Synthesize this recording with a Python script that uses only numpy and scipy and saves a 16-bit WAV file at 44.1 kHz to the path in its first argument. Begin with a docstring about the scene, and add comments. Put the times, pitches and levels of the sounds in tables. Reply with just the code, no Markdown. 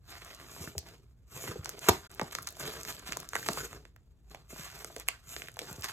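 """A hand flips through comics in plastic sleeves in a cardboard box, close by in a small room.
First the sleeves slide with a frictional hiss, buckle in the grip and snap off the fingertips, flexing
their backing boards. At 1.9 s a bundle tips over and slaps the rest; just after, the sound cuts out
for an instant. Fingers then walk over the crackling film until 3.6 s. A low hum swells in the lull,
and from 4.3 s the sliding and snapping resume."""
import sys
import numpy as np
from scipy import signal
from scipy.fft import rfft, irfft, next_fast_len
from scipy.io import wavfile
from scipy.ndimage import uniform_filter1d, map_coordinates

SR = 44100
rng = np.random.default_rng(int(sys.argv[2]) if len(sys.argv) > 2 else 0)


def master(y):
    """Save y as 16-bit WAV."""
    cut = np.clip(np.atleast_2d(y).T, -1, 1)
    pcm = np.round(cut * 32767)  # scale
    wavfile.write(sys.argv[1], SR, pcm.astype(np.int16))


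N = 261072
SHOT = np.arange(8192) / SR  # time axis of one short event [s]

# a sleeve slides along its neighbours:
# (time at full speed [s], length [s], film hiss [dB], board scrape [dB], hollow rub [dB])
STROKES = [(0.105, 0.06, -54, -46, -52.5), (0.234, 0.11, -59, -49.5, -52.5),
           (0.418, 0.082, -57, -51, -49.5), (0.513, 0.1, -52, -53.5, -60), (0.609, 0.025, -48, -48, -42.5),
           (0.848, 0.093, -65, -56.5, -53.5), (1.36, 0.072, -45, -45, -43),
           (1.465, 0.019, -47.5, -42.5, -38.5), (1.638, 0.15, -59.5, -50.5, -49.5),
           (1.838, 0.077, -44.5, -41, -48), (2.047, 0.3, -60.5, -52, -52),
           (2.288, 0.25, -58.5, -53.5, -51.5), (2.605, 0.069, -43, -44, -57),
           (2.639, 0.03, -55, -35, -35.5), (2.737, 0.056, -53.5, -49, -44.5),
           (2.89, 0.012, -43.5, -43.5, -43), (2.978, 0.034, -66, -50.5, -52), (3.068, 0.15, -55, -48, -47),
           (3.348, 0.1, -49.5, -43.5, -45.5), (3.45, 0.093, -47, -46, -43.5),
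           (3.585, 0.0084, -40.5, -38, -38), (3.727, 0.014, -62.5, -52.5, -45),
           (4.314, 0.044, -64.5, -55.5, -54), (4.529, 0.12, -50, -49, -54.5),
           (4.743, 0.075, -50, -49, -55.5), (4.875, 0.11, -58.5, -56.5, -51.5),
           (5.095, 0.0046, -56.5, -49, -71), (5.296, 0.082, -46.5, -52, -53),
           (5.409, 0.054, -62, -52.5, -53.5), (5.612, 0.11, -52.5, -46, -47),
           (5.73, 0.013, -55, -64, -47.5), (5.849, 0.065, -49.5, -44.5, -57)]
# a sleeve edge slips free and flicks its board:
# (time [s], board level [dB], board pitch [Hz], thud level [dB], tick level [dB], tick pitch [Hz])
SNAPS = [(0.7812, -52.5, 1300, -51, -34.5, 6130), (1.658, -42.5, 1310, -56, -40.5, 4500),
         (1.693, -48, 1230, -60, -37.5, 9180), (2.1963, -34.5, 1450, -38.5, -46.5, 6000),
         (2.2143, -41.5, 1200, -37.5, -42, 4500), (2.3515, -39, 1610, -50.5, -34.5, 4730),
         (2.851, -48, 1510, -56, -46, 5700), (3.1228, -37, 1800, -59, -38, 6600),
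         (3.1317, -42, 2300, -69, -48, 7320), (3.1711, -44, 960, -45.5, -37.5, 7300),
         (3.3339, -38.5, 1350, -55, -47.5, 6000), (3.3553, -32, 1370, -41, -39.5, 6900),
         (3.4873, -30.5, 940, -37, -32, 5210), (3.73, -49, 1330, -55, -52.5, 6300),
         (3.853, -55, 1595, -62.5, -60.5, 5200), (3.963, -60.5, 1522, -69.5, -65.5, 8400),
         (4.846, -46.5, 1390, -49, -41.5, 6600), (4.9642, -48, 1710, -44.5, -44, 6000),
         (5.086, -28.5, 2460, -53.5, -30, 7300), (5.3647, -44, 1570, -48.5, -43, 5384),
         (5.42, -42.5, 2070, -55.5, -51, 4700), (5.485, -45.5, 1830, -59, -54, 9200),
         (5.5692, -50.5, 1030, -57, -56, 6900), (5.5915, -39.5, 2293, -50, -38, 5400),
         (5.8436, -39.5, 1550, -53.5, -36, 5700)]
# the falling bundle lands edge by edge: (time [s], level [dB], pitch [Hz])
LANDINGS = [(1.8852, -15, 910), (1.8863, -10.5, 318), (1.8916, -15, 840), (1.891, -22, 93)]
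# comics bump their neighbours or the box: (time [s], level [dB], pitch [Hz])
BUMPS = [(0.605, -35, 84), (0.672, -34.5, 182), (0.75, -34.5, 408), (0.762, -34, 79), (1.435, -32, 430),
         (1.487, -34, 86), (1.556, -29.5, 346), (1.584, -32.5, 81.6), (2.2155, -22, 540), (2.216, -27, 156),
         (3.088, -39, 220), (3.165, -32, 660), (3.488, -25, 418), (3.495, -32, 187), (4.527, -37, 221),
         (4.59, -40, 152), (4.9, -38, 700), (4.966, -36, 495), (5.615, -32, 396), (5.709, -39, 93),
         (5.781, -37.5, 81)]
# fingers crumple the film: (time [s], length [s], level [dB])
CRUMPLES = [(0.073, 0.305, -62.5), (0.846, 0.072, -58.5), (1.703, 0.03, -53.5), (2.32, 0.0143, -43),
            (2.465, 0.0205, -45), (2.751, 0.033, -52), (2.868, 0.05, -45.5), (3.052, 0.055, -48),
            (3.461, 0.0095, -33), (4.525, 0.25, -54.5), (4.793, 0.037, -55), (4.986, 0.045, -52),
            (5.325, 0.025, -51.5), (5.828, .034, -44), (5.881, 0.0169, -43.5)]
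# a single crease gives way in loose film: (time [s], level [dB], pitch [Hz])
CREASES = [(0.2482, -52, 7450), (0.3481, -51, 5560), (0.789, -45, 7800), (1.6466, -43.5, 6600),
           (1.7923, -47, 6300), (2.2322, -52.5, 9160), (2.4286, -51.5, 5140), (2.4727, -37.5, 5610),
           (2.4888, -43.5, 6410), (2.5976, -43.5, 7000), (2.8125, -47.5, 6750), (2.833, -43.5, 6340),
           (3.2021, -43.5, 7000), (3.29, -43, 6580), (3.533, -39.5, 6600), (4.2992, -66, 8000),
           (4.348, -50.5, 2290), (4.983, -54, 6500), (4.9992, -45.5, 8000), (5.7294, -48, 8440),
           (5.8226, -45, 4540)]
# fingers walk over the tops of the sleeves: (start [s], end [s])
FINGER_WALKS = [(2.1, 3.6), (5.4, 5.92)]
# a bulging sleeve pops: (time [s], level [dB], pitch [Hz])
POPS = [(0.6753, -45.5, 1600), (2.3864, -38, 1350), (3.353, -35, 1950), (3.3644, -34.5, 1550),
        (3.4288, -44, 1730), (4.347, -46.5, 693), (5.086, -38, 1200)]
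# modes of the filled box: (frequency [Hz], bandwidth [Hz], gain [dB])
BOX_MODES = [(150, 24, 1.5), (423, 66, -10.5), (673, 80, 2), (880, 37, -16), (1200, 52, -10),
             (2070, 27, -8.5)]
# spectral envelopes: (frequency [Hz], level [dB])
HISS_SPECTRUM = [(800, -39.5), (2500, -3.5), (4500, -12.5), (7000, 1), (9500, -7), (12500, -6.5),
                 (14000, -2.5), (15500, -33)]  # film on film
RUB_SPECTRUM = [(40, -9), (110, 4), (220, -1), (400, 5), (560, -3.5), (800, -8.5), (1400, -0.5),
                (2400, -6.5), (3400, -4), (5000, -3), (12000, -57.5)]  # rubbed boards
TICK_SPECTRUM = [(700, -40.5), (2500, -8), (4500, -2), (7300, 3.5), (10000, -5.5), (13000, -2), (15000, -5),
                 (16500, -20)]  # fine ticks in sliding film
CRUMPLE_SPECTRUM = [(200, -29.5), (900, 5), (2000, 7), (4000, 4.5), (7500, 2), (11000, -6.5), (14000, -1),
                    (16500, -25)]  # gripped film
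SLAP_SPECTRUM = [(40, -15), (130, 0), (250, -3.5), (550, -9), (1100, 1), (2000, -9.5), (3800, -10),
                 (6500, -7), (10000, -14), (14000, -10.5), (16000, -35.5)]  # faces clapping shut
REVERB_SPECTRUM = [(100, -7.5), (700, -4.5), (2400, -12.5), (3600, -7.5), (4800, -8), (7500, -12.5),
                   (14000, -23)]  # the room's diffuse field
RUMBLE_SPECTRUM = [(20, -25), (50, 7), (120, 3), (200, -9.5), (500, -21.5), (1500, -37), (5000, -46.5),
                   (14500, -53.5), (16000, -54.5)]  # background noise
# reverberation time of the room: (frequency [Hz], time to fall 60 dB [s])
ROOM_T60 = [(200, .2), (1400, .2), (4000, .2), (12000, .15)]
# phase difference across the microphone pair: (frequency [Hz], lead of the left channel [rad])
LEFT_LEAD = [(0, 0), (1100, -.65), (1800, -1), (2500, -1.8), (3500, -1.9), (4700, -3.14), (6500, -.3),
             (7500, .2), (9550, 3.14), (11700, 5.9), (13000, 6.8), (13800, 8.2), (14900, 9.42),
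             (17000, 11.5)]

CREASE_HZ, THUD_HZ = 7000, 430  # usual pitch of a crease; pitch of the comic behind a flicked board


def sliding(hiss_db, scrape_db, hollow_db, crossover_hz=620):
    """Stick-slip friction: fine slips of film hiss; coarser ones scrape the boards and drive the stack."""
    stutter = wobble(rate=60)
    hiss = patchy(coloured(grains(rate=18000, spread_db=4.5), HISS_SPECTRUM), depth_db=3)
    rub = patchy(coloured(grains(rate=1000, spread_db=4.5), RUB_SPECTRUM), depth_db=2.4)
    rub = unit(rub + 1.2 * box(rub))
    hollow = filtered(rub, lambda f: 1 / (1 + (f / crossover_hz) ** 6))
    scrape = rub - hollow
    scrape = 0.9 * scrape + amp(-11) * np.std(scrape) * air_pocket(scrape)
    fine_ticks = unit(coloured(grains(rate=70, spread_db=4), TICK_SPECTRUM))
    film = amp(hiss_db - 1.5 + 3 * stutter) * hiss + amp(hiss_db - 10.5) * fine_ticks
    boards = amp(scrape_db) * scrape + amp(hollow_db) * hollow
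    return film + amp(2 * stutter - 3) * boards


def stroke_levels(rise_db_per_s=371, sag_db_per_s=11, release_db_per_s=144.5):
    """Incoherent addition: strokes sum in power, giving the hiss, scrape and hollow rub levels in dB."""
    t = np.arange(N) / SR
    power = amp([[-85.5], [-81.5], [-81.5]]) ** 2  # the hand never quite stops
    for s, length, *levels_db in STROKES:
        rise_db = rise_db_per_s * np.maximum(s - t, 0)
        sag_db = sag_db_per_s * np.clip(t - s, 0, length)
        release_db = release_db_per_s * np.maximum(t - s - length, 0)
        power = power + np.outer(amp(levels_db), amp(-rise_db - sag_db - release_db)) ** 2
    return 10 * np.log10(power)


def patchy(x, depth_db):
    """Time-varying resonance: air pockets between bending sleeves deform, so bands come and go."""
    spectra = signal.stft(x, nperseg=512)[2]
    field = uniform_filter1d(rng.standard_normal(spectra.shape), size=3, axis=0)
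    field = uniform_filter1d(field, size=9, axis=1)
    return unit(signal.istft(spectra * amp(depth_db * unit(field)), nperseg=512)[1][:N])


def air_pocket(x, centre_hz=1130, swing=0.34):
    """Cavity resonance: the gap between two boards opens and closes, so its pitch wanders."""
    opening = wobble(rate=7.9)
    ring = np.zeros(N)
    for step in (-1, 0, 1):
        mode = filtered(x, lambda f: resonance(f, centre_hz * np.exp(swing * step), width=330))
        ring += np.exp(-2 * (opening - step) ** 2) * unit(mode)
    return unit(ring)


def snaps(rows):
    """Elastic release: a dragged edge slips, so the board chirps, the comic thuds and the film ticks."""
    boards = np.zeros(N)
    for s, board_db, board_hz, thud_db, _, _ in rows:
        blow = edge_echoes(spread_s=.004, strength=.3) + .3 * burst(t60=.025)
        chirp = flex(board_hz, damping=.95, travel_s=.0007, blow=blow)
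        thud = flex(THUD_HZ, damping=.78, travel_s=.0008, blow=blow)
        add(boards, s - .0004, at_level(chirp, board_db))
        add(boards, s, at_level(thud, thud_db))
    ticks = creases([(s, db, hz) for s, *_, db, hz in rows])
    return boards + amp(-12) * box(boards) + ticks


def chance_snaps(scrape_db, per_s=17, threshold_db=-56, mean_limit_db=-53):
    """Threshold slip: faint snaps occur only under firm enough scraping; rows as in SNAPS."""
    rows = []
    for k, (size, board_pitch, tick_pitch) in enumerate(rng.standard_normal((int(per_s * N / SR), 3))):
        s = (k + rng.random()) / per_s
        level_db = scrape_db[int(s * SR)]
        if level_db > threshold_db:
            db = min(level_db - 8.5, mean_limit_db) + 4 * size
            board_hz = 1347 * np.exp(.4 * board_pitch)
            tick_hz = CREASE_HZ * np.exp(.2 * tick_pitch)
            rows.append((s, db, board_hz, db - 8, db - 7, tick_hz))
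    return rows


def flex(hz, damping, travel_s, blow):
    """Dispersion: treble bending waves arrive first, so a knock chirps down; travel_s holds at 1 kHz."""
    bending = lambda f: np.exp(-4j * np.pi * travel_s * np.sqrt(f * 1000))
    knock = filtered(blow, lambda f: resonance(f, hz, damping * hz) ** 2 * bending(f))
    return knock / np.linalg.norm(knock) * np.sqrt(SR / hz / 2)  # the energy of one full cycle


def bundle_slap(slip_rise_s=.012):
    """Impact: a bundle slips and falls flat; its edges strike, the faces clap and the sleeves settle."""
    hit, landing_s = np.zeros(N), LANDINGS[0][0]
    for s, db, hz in LANDINGS:
        add(hit, s, amp(db - 2) * flex(hz, damping=.94, travel_s=.001877, blow=SHOT == 0))
    swelling = (rng.standard_normal(len(SHOT)) * np.exp(-SHOT / slip_rise_s))[::-1]
    slip = filtered(swelling, lambda f: resonance(f, hz=1170, width=1400))
    add(hit, landing_s - SHOT[-1], amp(-25.5) * slip / np.max(np.abs(slip)))
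    closing = np.exp(-(SHOT / .0105) ** 4)
    settling = amp(-17 - 60 * SHOT / .15)
    clap = coloured(rng.standard_normal(len(SHOT)) * (closing + settling), SLAP_SPECTRUM)
    add(hit, landing_s + .00081, amp(10.5) * clap / np.linalg.norm(clap))
    return hit + amp(-5) * box(hit)


def bumps():
    """Soft impact: whole comics meet in slow, low bending chirps that excite the box."""
    knocks = np.zeros(N)
    for s, db, hz in BUMPS:
        blow = edge_echoes(spread_s=.0077, strength=.91) + .6 * burst(t60=.058)
        add(knocks, s, amp(db - 3) * flex(hz, damping=.91, travel_s=.001513, blow=blow))
    return knocks + amp(-5) * box(knocks)


def crumpling():
    """Buckling: under a grip the film gives way in a swarm of tiny cracks."""
    grip = np.zeros(N)
    for s, length, db in CRUMPLES:
        add(grip, s, amp(db) * np.sqrt(np.abs(np.hanning(int(length * SR)))))
    buckles = grains(rate=2600, spread_db=6)
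    crack = (SHOT == 0) + .068 * burst(t60=.0018)
    swarm = signal.fftconvolve(buckles, crack)[:N]
    return amp(4) * grip * unit(coloured(swarm, CRUMPLE_SPECTRUM))


def tick(db, hz):
    """Snap-through buckling: one crease cracks, higher in pitch the tighter it is."""
    blow = edge_echoes(spread_s=.0005, strength=.35) + .55 * burst(t60=.003) + .3 * burst(t60=.02)
    return at_level(filtered(blow, lambda f: resonance(f, hz, 1.03 * hz) ** 2), db)


def creases(rows, neighbour_s=.003, neighbour_db=-14):
    """Elastic coupling: each crease ticks with two weaker neighbours just before or after it."""
    film = np.zeros(N)
    for s, db, hz in rows:
        add(film, s, tick(db, hz))
        for offset in rng.standard_normal(2):
            add(film, s + neighbour_s * (offset + .5), tick(db + neighbour_db, hz))
    return film


def stray_creases(per_s=30, usual_db=-54.5, spread_db=3.5):
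    """Random buckling: walking fingers set off sparse crackles; rows as in CREASES."""
    rows = []
    for start, end in FINGER_WALKS:
        for size, pitch in rng.standard_normal((int((end - start) * per_s), 2)):
            db = usual_db + spread_db * min(size, 2)
            hz = CREASE_HZ * np.exp(.5 * min(pitch, 1))
            rows.append((rng.uniform(start, end), db, hz))
    return rows


def pops():
    """Cavity resonance: a bulge flips over, the trapped air rings briefly and the film ticks faintly."""
    air = np.zeros(N)
    for s, db, hz in POPS:
        blow = (SHOT == 0) + .5 * burst(t60=.02)
        ring = filtered(blow, lambda f: resonance(f, hz, width=580) ** 2)
        add(air, s, at_level(ring, db))
    return air + creases([(s, db - 9, CREASE_HZ) for s, db, hz in POPS])


def edge_echoes(spread_s, strength, count=6):
    """Reflection: a blow and its first returns from nearby edges colour every contact differently."""
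    blow = np.zeros(len(SHOT))
    lateness, size = rng.random(count), rng.standard_normal(count)
    blow[(lateness * spread_s * SR).astype(int)] = strength * size * (1 - lateness)
    blow[0] = 1
    return blow


def box(x):
    """Modal superposition: the filled box rings as the sum of its damped modes."""
    return filtered(x, lambda f: sum(amp(db) * resonance(f, hz, width) for hz, width, db in BOX_MODES))


def room(x, delay_s=.002):
    """Reverberation: a short diffuse tail, new for each stretch of time, with left and right bass alike."""
    wet = np.zeros((2, N))
    for piece in np.array_split(np.arange(N), 20):
        hz, t, noise = signal.stft(rng.standard_normal((2, SR // 2)), SR, nperseg=256)
        decay = amp(-60 * t / along(ROOM_T60, hz)[:, None])
        tail = signal.istft(noise * decay, SR, nperseg=256)[1]
        answer = signal.fftconvolve(x[None, piece], tail / np.linalg.norm(tail[0]), axes=1)
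        for channel, sound in zip(wet, answer):
            add(channel, piece[0] / SR + delay_s, sound)
    mid, side = coloured(wet, REVERB_SPECTRUM)
    side = filtered(side, lambda f: f / np.hypot(f, 900))
    return np.array([mid + side, mid - side])


def microphone_pair(x, shade_hz=2300, shade_db=-9, low_cut_hz=52):
    """Off-axis incidence: the channels differ in phase and the left is shaded; both shed deep bass."""
    def response(f):
        shade = amp(shade_db / 2 * np.exp(-(np.log((f + 1) / shade_hz) / .23) ** 2))
        left = shade * np.exp(.5j * np.interp(f, *np.transpose(LEFT_LEAD)))
        low_cut = resonance(f, low_cut_hz, low_cut_hz) * 1j * f / low_cut_hz
        return low_cut * np.array([left, 1 / left])
    return filtered(x, response)


def ambience(swell_s=3.8, swell_width_s=.67, swell_db=8):
    """Background noise: a broadband room rumble and a wavering narrowband hum that swells once."""
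    air = rng.standard_normal(N) + .49 * rng.standard_normal((2, N))
    hum = unit(filtered(rng.standard_normal(N), lambda f: resonance(f, hz=54.4, width=15) ** 2))
    swell = np.exp(-((np.arange(N) / SR - swell_s) / swell_width_s) ** 2)
    return amp(-61) * unit(coloured(air, RUMBLE_SPECTRUM)) + amp(swell_db * swell - 66) * hum


def grains(rate, spread_db):
    """Shot noise: random tiny slips of very unequal size, rate a second, rms 1."""
    size = amp(spread_db * np.minimum(rng.standard_normal(N), 2))
    return unit((rng.random(N) < rate / SR) * size * np.sign(rng.standard_normal(N)))


def burst(t60):
    """Exponential decay: noise that falls 60 dB in t60 seconds, energy 1."""
    x = rng.standard_normal(len(SHOT)) * amp(-60 * SHOT / t60)
    return x / np.linalg.norm(x)


def wobble(rate):
    """Spline interpolation: a smooth random curve, rate knots a second."""
    return map_coordinates(rng.standard_normal(int(N * rate / SR) + 4), [np.arange(N) * rate / SR])


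def resonance(f, hz, width):
    """Damped oscillator: the causal response of one mode."""
    return 1j * f * width / (hz * hz - f * f + 1j * f * width)


def filtered(x, response):
    """Linear filtering: the spectrum of x times a complex response of frequency."""
    n = x.shape[-1]
    padded = next_fast_len(n + SR // 2)
    return irfft(rfft(x, padded) * response(np.fft.rfftfreq(padded, 1 / SR)), padded)[..., :n]


def coloured(x, spectrum):
    """Spectral shaping by (frequency [Hz], level [dB]) points."""
    return filtered(x, lambda hz: amp(along(spectrum, hz)))


def along(points, hz):
    """Interpolation on a logarithmic frequency axis."""
    f, values = np.transpose(points)
    return np.interp(np.log(hz + 1), np.log(f + 1), values)


def add(track, s, sound):
    """Superposition: mix a sound into the track at s seconds."""
    part = track[max(round(s * SR), 0):][:len(sound)]
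    part += sound[:len(part)]


def at_level(x, db, window_s=.01):
    """Equivalent level: give a short sound the energy of db rms held for window_s."""
    return amp(db) * x / np.linalg.norm(x) * np.sqrt(window_s * SR)


def amp(db):
    """Decibels to gain."""
    return 10 ** (np.asarray(db) / 20)


def unit(x):
    """Normalisation to rms 1."""
    return x / np.sqrt(np.mean(x ** 2) + 1e-20)


def scene():
    """Superposition: direct sound and reverberation reach the microphone pair over the background."""
    hiss_db, scrape_db, hollow_db = stroke_levels()
    direct = sliding(hiss_db, scrape_db, hollow_db) + crumpling() + pops() + bumps() + bundle_slap()
    direct += snaps(list(SNAPS) + chance_snaps(scrape_db))
    direct += creases(list(CREASES) + stray_creases())
    return microphone_pair(direct + amp(-4) * room(direct)) + ambience()


def record(dry, top_hz=16600):
    """Gating and band limiting: the sound drops out for an instant, and the top treble is cut."""
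    gate = np.interp(np.arange(N) / SR, [2.068, 2.076, 2.094, 2.098], [1, 0, 0, 1])
    return filtered(dry * gate, lambda hz: 1 / (1 + (hz / top_hz) ** 70))


dry = scene()
out = record(dry)
master(out)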